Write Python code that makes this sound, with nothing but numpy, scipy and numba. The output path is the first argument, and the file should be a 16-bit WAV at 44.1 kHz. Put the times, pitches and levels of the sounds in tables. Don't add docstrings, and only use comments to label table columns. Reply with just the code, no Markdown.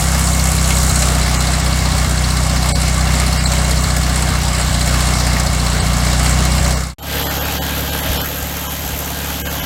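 import sys
import numpy as np
from scipy import signal
from scipy.fft import rfft, irfft, dct, next_fast_len
from scipy.io import wavfile
from scipy.ndimage import uniform_filter1d
from numba import njit

SR = 44100
rng = np.random.default_rng(int(sys.argv[2]) if len(sys.argv) > 2 else 0)


def ratio(d):
    e = np.asarray(d, float) / 20
    return 10 ** e


def to_wav(s):
    ch = np.atleast_2d(s).T
    pcm = np.round(np.clip(ch, -1, 1) * 32767)
    wavfile.write(sys.argv[1], SR, pcm.astype(np.int16))


N = 425565


def level(x, db):
    return x * ratio(db) / np.sqrt(np.mean(x ** 2))


def on_log(hz, table):
    return np.interp(np.log(hz), np.log([r[0] for r in table]), [r[1] for r in table])


def walk(count, rate):
    hold = int(SR / rate)
    steps = np.repeat(rng.standard_normal(count // hold + 1), hold)
    return 1.4 * uniform_filter1d(steps, hold)[:count]


def train(count, when, size):
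    return np.bincount(np.clip(when * SR, 0, count - 1).astype(int), size, count)


def ring(x, hz, t60):
    t = np.arange(int(t60 * SR)) / SR
    mode = np.sin(2 * np.pi * hz * t) * 1000. ** (-t / t60)
    return signal.oaconvolve(x, mode)[:len(x)]


def puff(x, hz, swell_s=.0065):
    t = np.arange(SR // 16) / SR
    cycles = np.sin(2 * np.pi * hz * t) * t / swell_s * np.exp(1 - t / swell_s)
    return signal.oaconvolve(x, cycles)[:len(x)]


RUMBLE_DB = [-31, -36.5]


def rumble(count, view):
    band = signal.butter(2, (20, 120), "band", fs=SR, output="sos")
    return level(signal.sosfilt(band, rng.standard_normal(count)), RUMBLE_DB[view])


# (frequency [Hz], spectral density [dB per Hz])
BODY = [
    [(180, -3), (310, -7.5), (515, -7.5), (727, -1.5), (900, -6.5), (1150, -2.5), (1310, -5.5), (2150, -9),
     (2450, -14.5), (2700, -11.5), (3630, -12), (4200, -9.5), (6330, -12.5), (7970, -11.5), (15600, -26.5)],
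    [(180, -3.5), (300, -7.5), (384, -9), (469, -1.5), (879, -3.5), (970, -7), (1570, -6.5), (2220, -10),
     (3190, -7), (3470, -9), (5240, -13), (6500, -11.5), (9820, -18.5), (12400, -7), (15600, -19.5)],
]
BODY_DB = [-19.5, -22]
# (frequency [Hz], width [Hz], lift [dB])
SHROUD = [
    [(566, 55, 4.5), (740, 130, 1), (1140, 61, 2), (2180, 170, 6), (2760, 120, 3), (7620, 1450, 4)],
    [(626, 200, -0.5), (1606, 60, 4.5), (3125, 120, 2), (6970, 190, -0.5), (7430, 330, 1.5)],
]
# (frequency [Hz], level against the steady fan [dB])
BURSTS = [(300, -5), (700, -4), (1500, -3), (3000, -3), (4300, -11), (8000, 1), (12000, 1.5)]
CYLINDER_DB = [
    [-5, -6.5, -2, -6.5],
    [-5.5, -3, -5, -4],
]
KNOCK_S = [0.018, 0.015, .011, 0.0088, .0073, 0.0069, .0073]
CLICK_LEAD_S = [
    [.004, .0054, .0064, .0054],
    [.0076, .0062, .0062, .007],
]


def valve_knocks(t, fired, view, chance):
    gates = []
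    for part, (own, knock_s) in enumerate(zip(chance[1:], KNOCK_S)):
        decay = np.exp(-np.arange(SR // 20) / SR / knock_s)
        lead = .004 if part < 4 else np.resize(CLICK_LEAD_S[view], len(fired))
        hits = ratio(np.resize(CYLINDER_DB[view], len(fired)) + 1.9 * chance[0] + 2.74 * own)
        knocks = train(len(t), fired - t[0] - lead, hits)
        gates.append(level(signal.oaconvolve(knocks, decay)[:len(t)], 0))
    return gates


def machinery(t, fired, view, swell_db):
    n, size = len(t), next_fast_len(len(t))
    hz = np.arange(1, size // 2 + 2) * SR / size
    octave = np.log2(hz)
    colour_db = on_log(hz, BODY[view])
    for mode_hz, width, lift_db in SHROUD[view]:
        colour_db = colour_db + lift_db / (1 + (2 * (hz - mode_hz) / width) ** 2)
    ripple = uniform_filter1d(rng.standard_normal(len(hz)), size=size // 2500)
    colour_db += 1.3 * level(ripple, 0)
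    noise = rfft(rng.standard_normal(size)) * ratio(colour_db)
    chance = np.clip(rng.standard_normal((len(fired), 8)).T, -2, 1.7)
    gates = valve_knocks(t, fired, view, chance)
    out, gust = 0, walk(n, 5.8)
    for k, centre in enumerate(200 * 2 ** (np.arange(20) / 3)):
        weight = np.clip(1 - abs(3 * (octave - np.log2(centre))), 0, 1)
        band = irfft(noise * weight, size)[:n]
        gate = np.sqrt(1 + (ratio(on_log(centre, BURSTS)) * gates[k // 3]) ** 2)
        region = int(centre > 2800) + int(centre > 5800)
        db = swell_db[region] + .35 * gust + 1.1 * walk(n, 19)
        out = out + band * level(gate, 0) * ratio(db)
    return level(out, BODY_DB[view])


# (frequency [Hz], level [dB], t60 [s])
TAPPET = [
    [(4055, -36.5, 0.026), (4410, -37, 0.039), (4800, -40, 0.01), (5140, -40.5, 0.022), (8170, -37.5, .015)],
    [(3160, -52, 0.027), (6620, -50, .03), (12240, -43, 0.013)],
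]
# (cylinder [index], lead before firing [s])
TAPPET_AT = [(2, .004), (0, .006)]


def tappet(t, fired, view):
    cylinder, lead = TAPPET_AT[view]
    when, out = fired[cylinder::4] - t[0] - lead, 0
    chance = np.clip(rng.standard_normal((len(when), 6)).T, -2, 1.3)
    decay = np.exp(-np.arange(SR // 40) / SR / .006)
    for k, (hz, db, t60) in enumerate(TAPPET[view]):
        strength = ratio(1.8 * chance[-1] + 1.7 * chance[k])
        hits = train(len(t), when + .0012 * chance[k - 1], strength)
        rattle = signal.oaconvolve(hits, decay)[:len(t)] * rng.standard_normal(len(t))
        out = out + level(ring(rattle, hz, t60), db)
    return out


# (time [s], level [dB], frequency [Hz])
POPS = [
    (8.0945, -9.5, 66),
    (8.138, -18, 65),
    (8.217, -22, 70),
    (8.425, -19, 70),
    (8.84, -20, 70),
    (8.93, -20, 65),
    (9.612, -21, 70),
]


def pops():
    out = 0
    for s, db, hz in POPS:
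        out = out - 1.6 * ratio(db) * ring(train(N, np.array([s]), [1.]), hz, .075)
    return out


# (frequency [Hz], t60 [s], near bank gain, far bank gain); minus is a suction wave
SILENCER = [
    [(67.6, .121, -.465, -.443), (90.9, .049, -.227, .517), (165.8, .12, .494, .025),
     (226.9, .12, .025, -.12), (290, .07, .085, .015)],
    [(55, .051, -.447, -.127), (85, .12, .885, -.32), (185.7, .113, -.294, .386), (271.6, .12, -.34, .014),
     (355, .1, .04, .04)],
]
# (size scatter [dB], time scatter [s],
# mismatch of paired cylinders in the top modes [0-1], uneven burn [0-1])
BLOW = [(.5, .0001, .1, .1), (.5, .0001, .5, .09)]
# (near bank [s], far bank [s])
LEAD_S = [(.01, .0111), (.0003, -.0034)]
# (time [s], level [dB])
MISFIRES = [(0.227, -4), (0.542, -18), (0.921, -20), (1.166, 0), (1.234, -3), (1.617, -6), (1.81, -6),
            (1.943, -18), (2.073, -20), (2.324, -3), (2.451, -7), (2.707, 1), (2.739, -11), (3.864, -21),
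            (4.313, -20), (4.367, -2), (4.442, -10), (4.664, 0), (4.707, -19), (5.156, -4), (5.488, -11),
            (5.821, -24), (6.603, -15)]
# (cylinder [index], delay [s], frequency [Hz], size)
CHUG = [(2, .0071, 245, .27), (0, .0044, 248, .32)]


def exhaust(t, fired, view):
    scatter_db, jitter, mismatch, uneven = BLOW[view]
    n, count = len(t), len(fired)
    chance = rng.standard_normal((count, 3)).T
    when = fired - t[0] - np.resize(LEAD_S[view], count) + jitter * chance[1]
    out = 0
    for k, (hz, t60, near, far) in enumerate(SILENCER[view]):
        pair = mismatch * (k >= 3)
        gain = np.resize([near * (1 + pair), far, near * (1 - pair), far], count)
        out = out + ring(train(n, when, gain * ratio(scatter_db * chance[0])), hz, t60)
    out = level(signal.oaconvolve(out, signal.windows.gaussian(161, 22), "same"), 0)
    far_fired = fired[1::2]
    cough = uneven * chance[2, 1::2]
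    for s, db in MISFIRES:
        if t[0] < s < t[-1]:
            cough[np.argmin(abs(far_fired - s))] = 1.56 * (1 - ratio(db))
    cylinder, late, hz, size = CHUG[view]
    chugs = train(n, fired[cylinder::4] - t[0] + late, size * ratio(2 * chance[0, cylinder::4]))
    out += puff(chugs, hz, .005)
    return out + puff(train(n, far_fired - t[0] - .009, cough), 82.)


# (time [s], speed [crank turns per s])
SPEED = [
    [(0, 32.79), (.37, 32.33), (1.29, 31.0), (1.58, 31.52), (2.13, 30.97), (2.9, 31.33), (3.65, 31.35),
     (4.21, 31.07), (4.84, 30.29), (4.96, 30.86), (5.89, 29.68), (6.3, 31.21), (6.97, 31.49)],
    [(6.97, 35.19), (8.37, 35.48), (8.44, 35.63), (9.18, 35.38), (9.65, 35.67)],
]
START_TURN = [.022, -.218]
# (time [s], level [dB])
NEARNESS = [
    [(0, -3), (.05, -1.6), (.55, -0.2), (1.05, 0.4), (1.6, -.5), (3, .1), (4.5, -0.7), (5, 0.4),
     (5.5, -0.2), (6.3, 1.2), (6.7, 0.6)],
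    [(7.2, 0.2), (8.05, -0.2), (8.2, 1), (8.27, -4), (9.1, -3.5), (9.65, -2)],
]
# (exhaust, shroud, valve gear, hiss [dB per dB])
FOLLOW = [(1.1, 0.85, .6, 1.1), (1, .9, 1.12, 0.17)]
EXHAUST_DB = [-13.5, -22.5]


def engine(t, view):
    turns = START_TURN[view] + np.cumsum(np.interp(t, *np.transpose(SPEED[view]))) / SR
    fired = np.interp(np.arange(2 * turns[-1]) / 2, turns, t)
    near_db = np.interp(t, *np.transpose(NEARNESS[view]))
    low_db, *rest = (share * near_db for share in FOLLOW[view])
    turn_s, turn_takes_s, facing_db = 1.1, .091, 4.5
    rest[2] = rest[2] + facing_db * np.clip((turn_s - t) / turn_takes_s + .5, 0, 1)
    swell_db = [db - db.mean() for db in rest]
    out = rumble(len(t), view) * ratio(low_db - low_db.mean())
    out = out + machinery(t, fired, view, swell_db)
    out = out + tappet(t, fired, view) * ratio(swell_db[1])
    return out + exhaust(t, fired, view) * ratio(EXHAUST_DB[view] + low_db)


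@njit
def svf(x, hz, width):
    y, band, low = np.empty(len(x)), 0., 0.
    for i in range(len(x)):
        g, k = np.tan(np.pi * hz[i] / SR), width / hz[i]
        v = (band + g * (x[i] - low)) / (1 + g * (g + k))
        band, low, y[i] = 2 * v - band, low + 2 * g * v, k * v
    return y


def hand_notch(x):
    port_hz, width_hz, mean_depth = 9800, 1000., .78
    centre = port_hz * (1 + .03 * walk(len(x), 6) + .02 * walk(len(x), 35))
    depth = np.clip(mean_depth + .22 * walk(len(x), 20), 0, 1)
    return x - depth * svf(x, centre, width_hz)


def fade(t):
    silent_s, fade_out_s, fade_in_s = 6.955, .26, .2
    shut_s, open_s, tail_s = 6.936, 6.984, .004
    ramp = np.clip(np.maximum((silent_s - t) / fade_out_s, (t - silent_s) / fade_in_s), 0, 1)
    gate = np.where(t < open_s, np.exp(-np.clip(t - shut_s, 0, 1) / tail_s), 1)
    return ramp * gate


def scene():
    t, cut = np.arange(N) / SR, int(6.97 * SR)
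    behind = engine(t[:cut], 0)
    beside = hand_notch(engine(t[cut:], 1))
    return ((np.concatenate([behind, beside]) + pops()) * fade(t))[None]


# (time [s], lower edge [Hz], share of lines kept [0-1])
THINNED = [(1.385, 3000, .05), (1.625, 8800, .03), (2.737, 380, .018), (3.389, 2500, .08),
           (3.455, 2500, .1), (5.804, 5000, .05), (6.756, 2000, .09), (7.012, 1500, 0), (7.248, 1200, .05),
           (7.29, 1200, .035), (7.4, 1500, .05), (7.44, 3500, .05), (7.602, 500, .015), (7.912, 800, .05),
           (8.016, 2000, .05), (8.188, 1500, .04), (8.23, 1500, .05), (8.684, 500, .04), (9.436, 600, .008),
           (9.49, 1500, .05), (9.615, 800, .05)]


def thin_spectrum(x):
    for s, from_hz, keep in THINNED:
        half, edge = (1400, 12) if 0 < keep < .02 else (1024, .6)
        window = signal.windows.kaiser_bessel_derived(2 * half, edge)
        part = slice(int(s * SR) - half, int(s * SR) + half)
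        lines = dct(x[0, part] * window, norm="ortho")
        index = np.arange(2 * half)
        rank = abs(lines) / uniform_filter1d(abs(lines), size=half // 2)
        rank = rank * (1 + 900 / (index + 300)) ** .55
        lost = rank < np.quantile(rank, 1 - .6 * keep - .02)
        change = np.where(lost, -1, .5) * (index * SR / 4 / half > from_hz)
        x[0, part] += dct(lines * change, type=3, norm="ortho") * window
    return x


def roll_off(x):
    return signal.sosfilt(signal.butter(12, 16940, fs=SR, output="sos"), x)


def record(dry):
    x = signal.sosfilt(signal.butter(2, 38, "high", fs=SR, output="sos"), dry)
    x = np.tanh(.9 * x) / .9
    x = signal.sosfilt(signal.ellip(10, .3, 60, 15800, fs=SR, output="sos"), x)
    mix = thin_spectrum(x) - .0006
    return roll_off(mix)


dry = scene()
out = record(dry)
to_wav(out)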